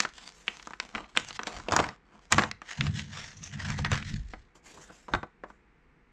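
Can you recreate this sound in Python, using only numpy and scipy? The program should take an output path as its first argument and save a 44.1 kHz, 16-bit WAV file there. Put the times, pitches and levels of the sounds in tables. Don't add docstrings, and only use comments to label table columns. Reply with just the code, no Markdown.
import sys
import numpy as np
from scipy import signal
from scipy.fft import rfft, irfft
from scipy.io import wavfile
from scipy.ndimage import uniform_filter1d, map_coordinates

SR = 44100
rng = np.random.default_rng(int(sys.argv[2]) if len(sys.argv) > 2 else 0)


def int16_out(signal):
    q = np.round(np.clip(np.atleast_2d(signal).T, -1, 1) * 32767)
    wavfile.write(sys.argv[1], SR, q.astype(np.int16))


N = 269890
TIME = np.arange(N) / SR

# (time [s], ring level [dB], ring pitch [Hz], crack level [dB], crack pitch [Hz])
BUCKLES = [(0.0027, -16.5, 1800, -17.5, 5100), (0.033, -32, 1190, -55, 4600),
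           (0.05, -21.5, 1450, -40, 3360), (0.184, -45, 1260, -47, 3640), (0.48, -28.5, 1050, -18.5, 2500),
           (0.5966, -46, 1240, -41.5, 2600), (0.6265, -46, 1740, -45, 4800),
           (0.6719, -33, 1040, -41.5, 5450), (0.7072, -36.5, 980, -51, 5500),
           (0.7344, -33, 1470, -64, 4000), (0.8002, -23.5, 1800, -28.5, 4620), (0.95, -25, 1530, -61, 4100),
           (0.956, -28, 1820, -56, 2900), (0.9801, -31, 1150, -35.5, 2320), (1.042, -47, 890, -46, 2370),
           (1.1526, -38, 1280, -75, 5430), (1.165, -31, 1100, -29, 2800), (1.173, -12, 2010, -23.5, 6460),
           (1.2865, -51, 1300, -39, 5900), (1.3066, -36.5, 1140, -35, 3270),
           (1.3922, -24.5, 1220, -34, 2970), (1.433, -31.5, 1230, -34.5, 5000),
           (1.47, -26.5, 1090, -35.5, 4660), (1.5654, -38.5, 1410, -45.5, 4800),
           (1.599, -35.5, 1180, -47, 4340), (1.685, -26.5, 586, -28, 2640),
           (1.721, -18.5, 990, -25.5, 5100), (1.7364, -19.5, 860, -39, 4600),
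           (1.764, -14.5, 1010, -18, 5700), (1.7663, -23.5, 900, -31, 4900),
           (1.7906, -16.5, 850, -23, 2380), (1.799, -19, 911, -29.5, 3420), (1.8416, -25, 1330, -47, 5600),
           (1.8889, -31.5, 1380, -38.5, 4580), (2.323, -15.5, 1540, -14.5, 6300),
           (2.3263, -14.5, 1670, -24.5, 5800), (2.3328, -24, 1750, -34, 4700),
           (2.3827, -17.5, 1300, -26, 3350), (2.3835, -12.5, 1210, -24, 2850),
           (2.3925, -14.5, 1230, -25, 3540), (2.4208, -24, 1300, -37, 5100), (2.436, -20, 1190, -27, 3300),
           (2.513, -28.5, 1640, -31, 4870), (2.6176, -34.5, 1290, -53, 6500),
           (2.809, -20.5, 2010, -22, 2780), (2.867, -28.5, 1750, -36, 3550), (2.9941, -28, 2300, -53, 5650),
           (3.7028, -31, 1530, -35, 5440), (3.7891, -30.5, 884, -37, 3900),
           (3.8471, -24, 1230, -25.5, 3400), (3.9165, -22, 1660, -29.5, 5940),
           (3.931, -29, 1760, -36, 4740), (3.955, -30, 1780, -37, 5650), (3.9757, -30, 1750, -38, 5400),
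           (4.026, -34, 1880, -39.5, 3060), (4.1406, -40.5, 2170, -40, 4300),
           (4.3355, -37.5, 645, -35, 1610), (5.083, -33, 880, -61, 2390), (5.1366, -16, 1080, -29.5, 3320),
           (5.149, -19.5, 1150, -34, 3590), (5.2306, -29, 905, -55, 1880), (5.4367, -34, 734, -39, 1565),
           (5.502, -42, 1010, -79, 2927)]
SNAP_S = 0.002
PANEL_HZ, THUD_DB, THUD_DB_PER_OCTAVE = 1100, -9, -10.5

# (peak time [s], rise [s], fall [s], rasp level [dB], hiss level [dB])
PEEL_PULLS = [(0.005, 0.03, 0.096, -45, -38), (0.16, .04, 0.17, -61, -50), (0.26, .1, 0.089, -53, -47),
              (0.485, 0.04, 0.32, -55, -50.5), (0.81, 0.0077, 0.3, -51, -54.5),
              (0.957, 0.022, 0.1, -35.5, -49), (1.093, .01, .1, -62, -61), (1.177, 0.028, 0.13, -46, -42),
              (1.283, 0.025, 0.052, -47.5, -39.5), (1.368, 0.042, 0.0087, -52.5, -38.5),
              (1.40, 0.016, 0.21, -44, -57), (1.475, .025, 0.086, -35.5, -41), (1.57, .08, 0.11, -43, -47),
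              (1.726, 0.016, 0.14, -27.5, -36), (1.795, .12, 0.13, -28, -40.5),
              (2.155, .13, 0.069, -53.5, -66.5), (2.23, .03, 0.1, -63.5, -62),
              (2.325, .018, 0.051, -26.5, -30), (2.388, 0.036, .10, -25, -36)]
# (peak time [s], rise [s], fall [s], rasp level [dB], hiss level [dB])
FINGER_SLIDES = [(2.705, 0.072, 0.26, -44.5, -46), (2.87, 0.17, 0.052, -44.5, -48),
                 (2.995, 0.081, 0.069, -47, -39.5), (3.167, 0.088, 0.2, -42.5, -42.5),
                 (3.462, 0.081, 0.058, -50.5, -46.5), (3.54, 0.033, 0.035, -45, -47.5),
                 (3.60, 0.046, 0.15, -41.5, -48.5), (3.70, 0.12, 0.14, -39.5, -43),
                 (3.79, 0.019, 0.052, -44, -44), (3.853, 0.0096, 0.031, -26.5, -43.5),
                 (3.925, 0.036, 0.095, -30.5, -37.5), (4.088, 0.085, 0.13, -49.5, -45.5),
                 (4.32, 0.13, 0.17, -71, -61)]
# (peak time [s], rise [s], fall [s], rasp level [dB], hiss level [dB])
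GRIP_SHIFTS = [(0.36, 0.071, 0.53, -63.5, -59.5), (0.62, 0.033, 0.24, -65, -66.5),
               (4.555, 0.0076, 0.049, -55.5, -59), (4.665, 0.036, 0.31, -55.5, -53.5),
               (4.775, 0.039, 0.06, -49.5, -64.5), (4.815, 0.014, .12, -58, -54.5),
               (4.903, 0.017, 0.026, -43.5, -65), (4.96, 0.23, 0.3, -65, -61),
               (5.088, 0.013, .06, -50.5, -63), (5.143, 0.041, 0.061, -37.5, -55),
               (5.237, .01, 0.041, -59.5, -81), (5.44, .01, 0.067, -50, -86), (5.5, .07, .12, -65.5, -73)]
# (peak time [s], rise [s], fall [s], level [dB])
EDGE_ZINGS = [(2.32, 0.027, 0.071, -55), (2.37, .04, 0.011, -42), (3.32, 0.29, 0.13, -55),
              (3.46, 0.063, 0.059, -47)]
# (peak time [s], rise [s], fall [s], rumble level [dB], slow sway level [dB])
TABLE_SHOVES = [(0.98, 0.056, 0.11, -56, -49), (1.18, 0.063, 0.53, -55, -57),
                (1.40, 0.019, 0.089, -57, -68), (1.58, .06, 0.18, -54, -42.5),
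                (1.73, 0.05, 0.11, -35.5, -57), (1.80, 0.053, .13, -35, -44.5),
                (2.335, 0.018, .19, -30, -42), (2.805, 0.024, 0.29, -24.5, -65),
                (2.86, 0.076, 0.053, -37.5, -40), (3.17, 0.22, 0.29, -47, -60), (3.42, 0.093, .4, -46, -70),
                (3.56, .06, 0.24, -38, -57), (3.68, 0.072, 0.28, -31, -40),
                (3.805, 0.044, 0.27, -30.5, -39), (3.925, 0.035, 0.16, -28.5, -39),
                (4.135, 0.086, 0.094, -30.5, -34), (4.19, .05, 0.24, -59.5, -34),
                (4.80, .05, 0.043, -57, -65), (4.905, 0.014, 0.031, -51, -64),
                (5.15, 0.041, 0.07, -34.5, -34.5), (5.237, .012, 0.044, -48.5, -57),
                (5.44, .012, .05, -57, -69)]
FADE_DB = 20
LET_GO_DB = 39.5

# (frequency [Hz], level [dB])
PEEL_SPECTRUM = [(150, 8), (250, 9), (420, 0.5), (700, 5), (1100, 7), (1700, -3), (2500, -11.5),
                 (3600, -16.5), (4800, -18.5), (6300, -19), (7600, -21), (8900, -36.5), (12000, -49.5),
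                 (15000, -63.5)]
# (frequency [Hz], level [dB])
SLIDE_SPECTRUM = [(200, -10), (420, -4), (750, 2), (1200, 3.5), (1850, 10.5), (2500, -1.5), (3400, -3),
                  (4600, -6.5), (6100, -6.5), (7600, -11.5), (8900, -28.5), (12000, -40), (15000, -48)]
# (frequency [Hz], level [dB])
GRIP_SPECTRUM = [(150, 16), (400, 14.5), (800, 9), (1600, 3), (2600, -13), (4200, -17.5), (6000, -15),
                 (7500, -13), (8900, -31), (12500, -35), (15000, -53.5)]
SPLIT_HZ = 2700

# (frequency [Hz], bandwidth [Hz], relative level [dB])
TABLE_RESONANCES = [(74, 8.3, -4.5), (96.2, 17, 3), (144.7, 13, 3), (204.9, 24, -1), (254, 46, -11.5)]
# (frequency [Hz], level [dB])
CORNER_RESONANCES = [(210, 8), (501, -0.5), (615, 0), (706, 5.5), (864, -2), (937, -6), (1205, -3.5),
                     (1365, -7)]
# (frequency [Hz], time [s])
REVERB_TIMES = [(150, 0.23), (500, 0.09), (1500, 0.24), (4000, 0.33), (8000, .24)]
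# (frequency [Hz], level [dB])
ROOM_SPECTRUM = [(12, -37.5), (20, -11), (55, -4), (98, -25.5), (155, -13.5), (176, -15), (278, -20),
                 (323, -20), (449, -21.5), (497, -18.5), (536, -34.5), (726, -27), (2210, -26.5),
                 (3230, -42), (8450, -55.5), (11000, -80.5), (18600, -120)]
ROOM_DB = -62.5
CUTOFF_HZ = 15300


def snaps(scatter=0.16, crack_scatter=0.39, tear_slope=0.16, ring_cycles=5.3, crack_cycles=8.2,
          thud_s=0.005, tick_s=0.00083, ring_width=1.5, crack_width=1.28, tick_db=-24.0):
    t = TIME[:SR // 25]
    out = np.zeros(N + len(t))
    ring_band = ring_width ** np.array([-1, 1])
    crack_band = crack_width ** np.array([-1, 1])
    chances = rng.standard_normal((len(BUCKLES), 4, len(t)))
    for (s, ring_db, ring_hz, crack_db, crack_hz), chance in zip(BUCKLES, chances):
        decay_s = np.array([[ring_cycles / ring_hz], [crack_cycles / crack_hz], [thud_s], [tick_s]])
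        tearing = crack_scatter * from_db(tear_slope * (crack_db + 31.5))
        shares = np.array([[scatter], [tearing], [scatter], [tearing]])
        kick = t == 0
        flex, crease, push, edge = kick + shares * chance * np.exp(-t / decay_s)

        ring = butter(flex, ring_hz * ring_band, "band")
        crack = butter(crease, crack_hz * crack_band, "band")
        ring, crack = butter([ring, crack], 7930, "low", order=12)
        thud = butter(push, [185, 560], "band")
        tick = butter(edge, [8000, 12500], "band")

        thud_db = ring_db + THUD_DB + THUD_DB_PER_OCTAVE * np.log2(ring_hz / PANEL_HZ)
        edge_db = crack_db + tick_db + 13 * np.log2(crack_hz / 6000)
        start = max(0, int(s * SR))
        for part, db in ((ring, ring_db), (crack, crack_db), (thud, thud_db), (tick, edge_db)):
            unit_part = part * np.sqrt(SNAP_S * SR / np.sum(part ** 2))
            out[start:start + len(t)] += from_db(db) * unit_part
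    return out[:N]


def crinkles(rows, per_s, level_db, spread_db=1.0, cycles=1.4, low_hz=1200, high_hz=6000):
    pitches = np.geomspace(low_hz, high_hz, 8)
    born = rng.random(N) < per_s / SR
    dealt = rng.integers(0, len(pitches), N)
    size_db = level_db + spread_db * np.minimum(rng.exponential(1, N), 3)
    sizes = born * from_db(size_db) * rng.choice([-1, 1], N)
    rasp_gain, hiss_gain = strokes(rows)
    out = 0
    for k, hz in enumerate(pitches):
        radius = from_db(-60 * hz / (cycles * SR))
        angle = 2 * np.pi * hz / SR
        kicks = sizes * (dealt == k) * (rasp_gain if hz < SPLIT_HZ else hiss_gain)
        resonator = [1, -2 * radius * np.cos(angle), radius ** 2]
        out = out + signal.lfilter([0, np.sin(angle)], resonator, kicks + 1e-18)
    return butter(out, 8600, "low", order=8)


def friction(rows, spectrum, slips_per_s, spread_db, smooth, flutter_db, rasp_db, hiss_db):
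    sizes = from_db(spread_db * np.minimum(rng.exponential(1, N), 4)) * rng.choice([-1, 1], N)
    clumped_rate = slips_per_s * from_db(3 * drift(90))
    slips = sizes * (rng.random(N) < clumped_rate / SR)
    rubbing = smooth * rng.standard_normal(N)
    grain = bending(coloured(rms_one(slips) + rubbing, spectrum))
    rasp = butter(butter(grain, 230, "high"), SPLIT_HZ, "low", order=4)
    rasp = evened(rasp, 0.05)
    hiss = evened(butter(grain, SPLIT_HZ, "high", order=4), 0.15)
    rasp_gain, hiss_gain = strokes(rows)
    rub = from_db(rasp_db) * rasp_gain * rasp + from_db(hiss_db) * hiss_gain * hiss
    return rub * from_db(flutter_db * drift(160))


def bending(x, depth_db=2.5, spacing_hz=240, shifts_per_s=18):
    hz, s, frames = signal.stft(x, SR, nperseg=512)
    field = rng.standard_normal((128, 256))
    places = np.meshgrid(hz / spacing_hz, s * shifts_per_s, indexing="ij")
    peaks = map_coordinates(field, places, order=1, mode="mirror")
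    return signal.istft(frames * from_db(depth_db * rms_one(peaks)), SR)[1][:N]


def zing(hz=6100, width_hz=1000):
    tone = butter(rng.standard_normal(N), [hz - width_hz / 2, hz + width_hz / 2], "band")
    return strokes(EDGE_ZINGS)[0] * rms_one(tone) * from_db(4.3 * drift(91))


def table(sway_db=-2.0):
    bumps = rng.standard_normal(N)
    rumble = 0
    for hz, width, db in TABLE_RESONANCES:
        mode = butter(bumps, [hz - width / 2, hz + width / 2], "band")
        rumble = rumble + from_db(db) * evened(mode, 0.2)
    sway = evened(butter(rng.standard_normal(N), [24, 58], "band"), 0.089)
    rumble_gain, sway_gain = strokes(TABLE_SHOVES)
    return rumble_gain * rms_one(rumble) + from_db(sway_db) * sway_gain * sway


def corner(x, width_hz=16):
    ringing = 0
    for hz, db in CORNER_RESONANCES:
        band = [hz - width_hz / 2, hz + width_hz / 2]
        ringing = ringing + from_db(db) * butter(x, band, "band", order=1)
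    return ringing


def room(x, gap_s=0.0035, low_db=5.0, high_db=-9.5):
    t = TIME[:SR // 2]
    response = 0
    edges = np.geomspace(90, 16000, 9)
    for low, high in zip(edges, edges[1:]):
        hz = np.sqrt(low * high)
        decay = from_db(-60 * t / at_hz(REVERB_TIMES, hz))
        onset = np.clip(t / gap_s - 0.5, 0, 1)
        tail = rng.standard_normal(len(t)) * decay * onset
        colour_db = at_hz([(600, low_db), (2000, 0.0039), (7000, high_db)], hz)
        echo_band = butter(tail / np.sqrt(np.sum(tail ** 2)), [low, high], "band")
        response = response + from_db(colour_db) * echo_band
    return signal.fftconvolve(x, response)[:N]


def room_tone():
    return from_db(ROOM_DB) * coloured(rng.standard_normal(N), ROOM_SPECTRUM)


def strokes(rows):
    t = TIME[::16]
    power = 0
    for s, rise_s, fall_s, *levels_db in rows:
        away = np.maximum((s - t) / rise_s, (t - s) / fall_s)
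        below_db = FADE_DB * away + LET_GO_DB * np.maximum(away - 1, 0)
        power = power + from_db(np.array(levels_db)[:, None] - below_db) ** 2
    return [np.interp(TIME, t, np.sqrt(p + 1e-18)) for p in power]


def drift(per_s):
    return np.interp(TIME * per_s, np.arange(8000), rng.standard_normal(8000)) * np.sqrt(3 / 2)


def evened(x, seconds):
    power = np.abs(uniform_filter1d(x ** 2, max(3, int(seconds * SR))))
    return x / np.sqrt(power + 1e-12)


def coloured(x, spectrum):
    gain = from_db(at_hz(spectrum, np.fft.rfftfreq(N, 1 / SR)))
    return rms_one(irfft(rfft(x) * gain, N))


def butter(x, hz, kind, order=2):
    sos = signal.butter(order, np.clip(hz, 10, 0.45 * SR), kind, fs=SR, output="sos")
    return signal.sosfilt(sos, x)


def at_hz(points, hz):
    f, value = np.transpose(points)
    return np.interp(np.log(np.maximum(hz, 1)), np.log(f), value)


def rms_one(x):
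    return x / np.sqrt(np.mean(x ** 2) + 1e-20)


def from_db(db):
    return 10 ** (np.asarray(db) / 20)


def scene():
    peel = friction(PEEL_PULLS, PEEL_SPECTRUM, slips_per_s=330, spread_db=5.5, smooth=0.93,
                    flutter_db=1.97, rasp_db=-3.0, hiss_db=-1.0)
    slide = friction(FINGER_SLIDES, SLIDE_SPECTRUM, slips_per_s=830, spread_db=1.0, smooth=0.6,
                     flutter_db=2.5, rasp_db=-3.5, hiss_db=-0.5)
    hold = friction(GRIP_SHIFTS, GRIP_SPECTRUM, slips_per_s=4800, spread_db=2.0, smooth=0.7,
                    flutter_db=1.5, rasp_db=-2.0, hiss_db=-0.5)
    creases = crinkles(PEEL_PULLS, per_s=150, level_db=2) + crinkles(FINGER_SLIDES, per_s=220, level_db=9)
    plastic = snaps() + creases + peel + slide + hold + zing()
    echoes = room(plastic)
    quiet = room_tone()
    mid = plastic + from_db(-15.5) * echoes + from_db(-6.5) * corner(plastic) + table() + quiet
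    treble_spread = from_db(-36.5) * np.gradient(plastic)
    side = treble_spread + from_db(-9.5) * butter(echoes, 8200, "high", order=8)
    return np.array([mid + side, mid - side])


def record(dry):
    dulled = butter(dry, 13000, "low", order=4)
    steep_cut = signal.ellip(10, 0.1, 80, CUTOFF_HZ, fs=SR, output="sos")
    return signal.sosfilt(steep_cut, dulled)


dry = scene()
out = record(dry)
int16_out(out)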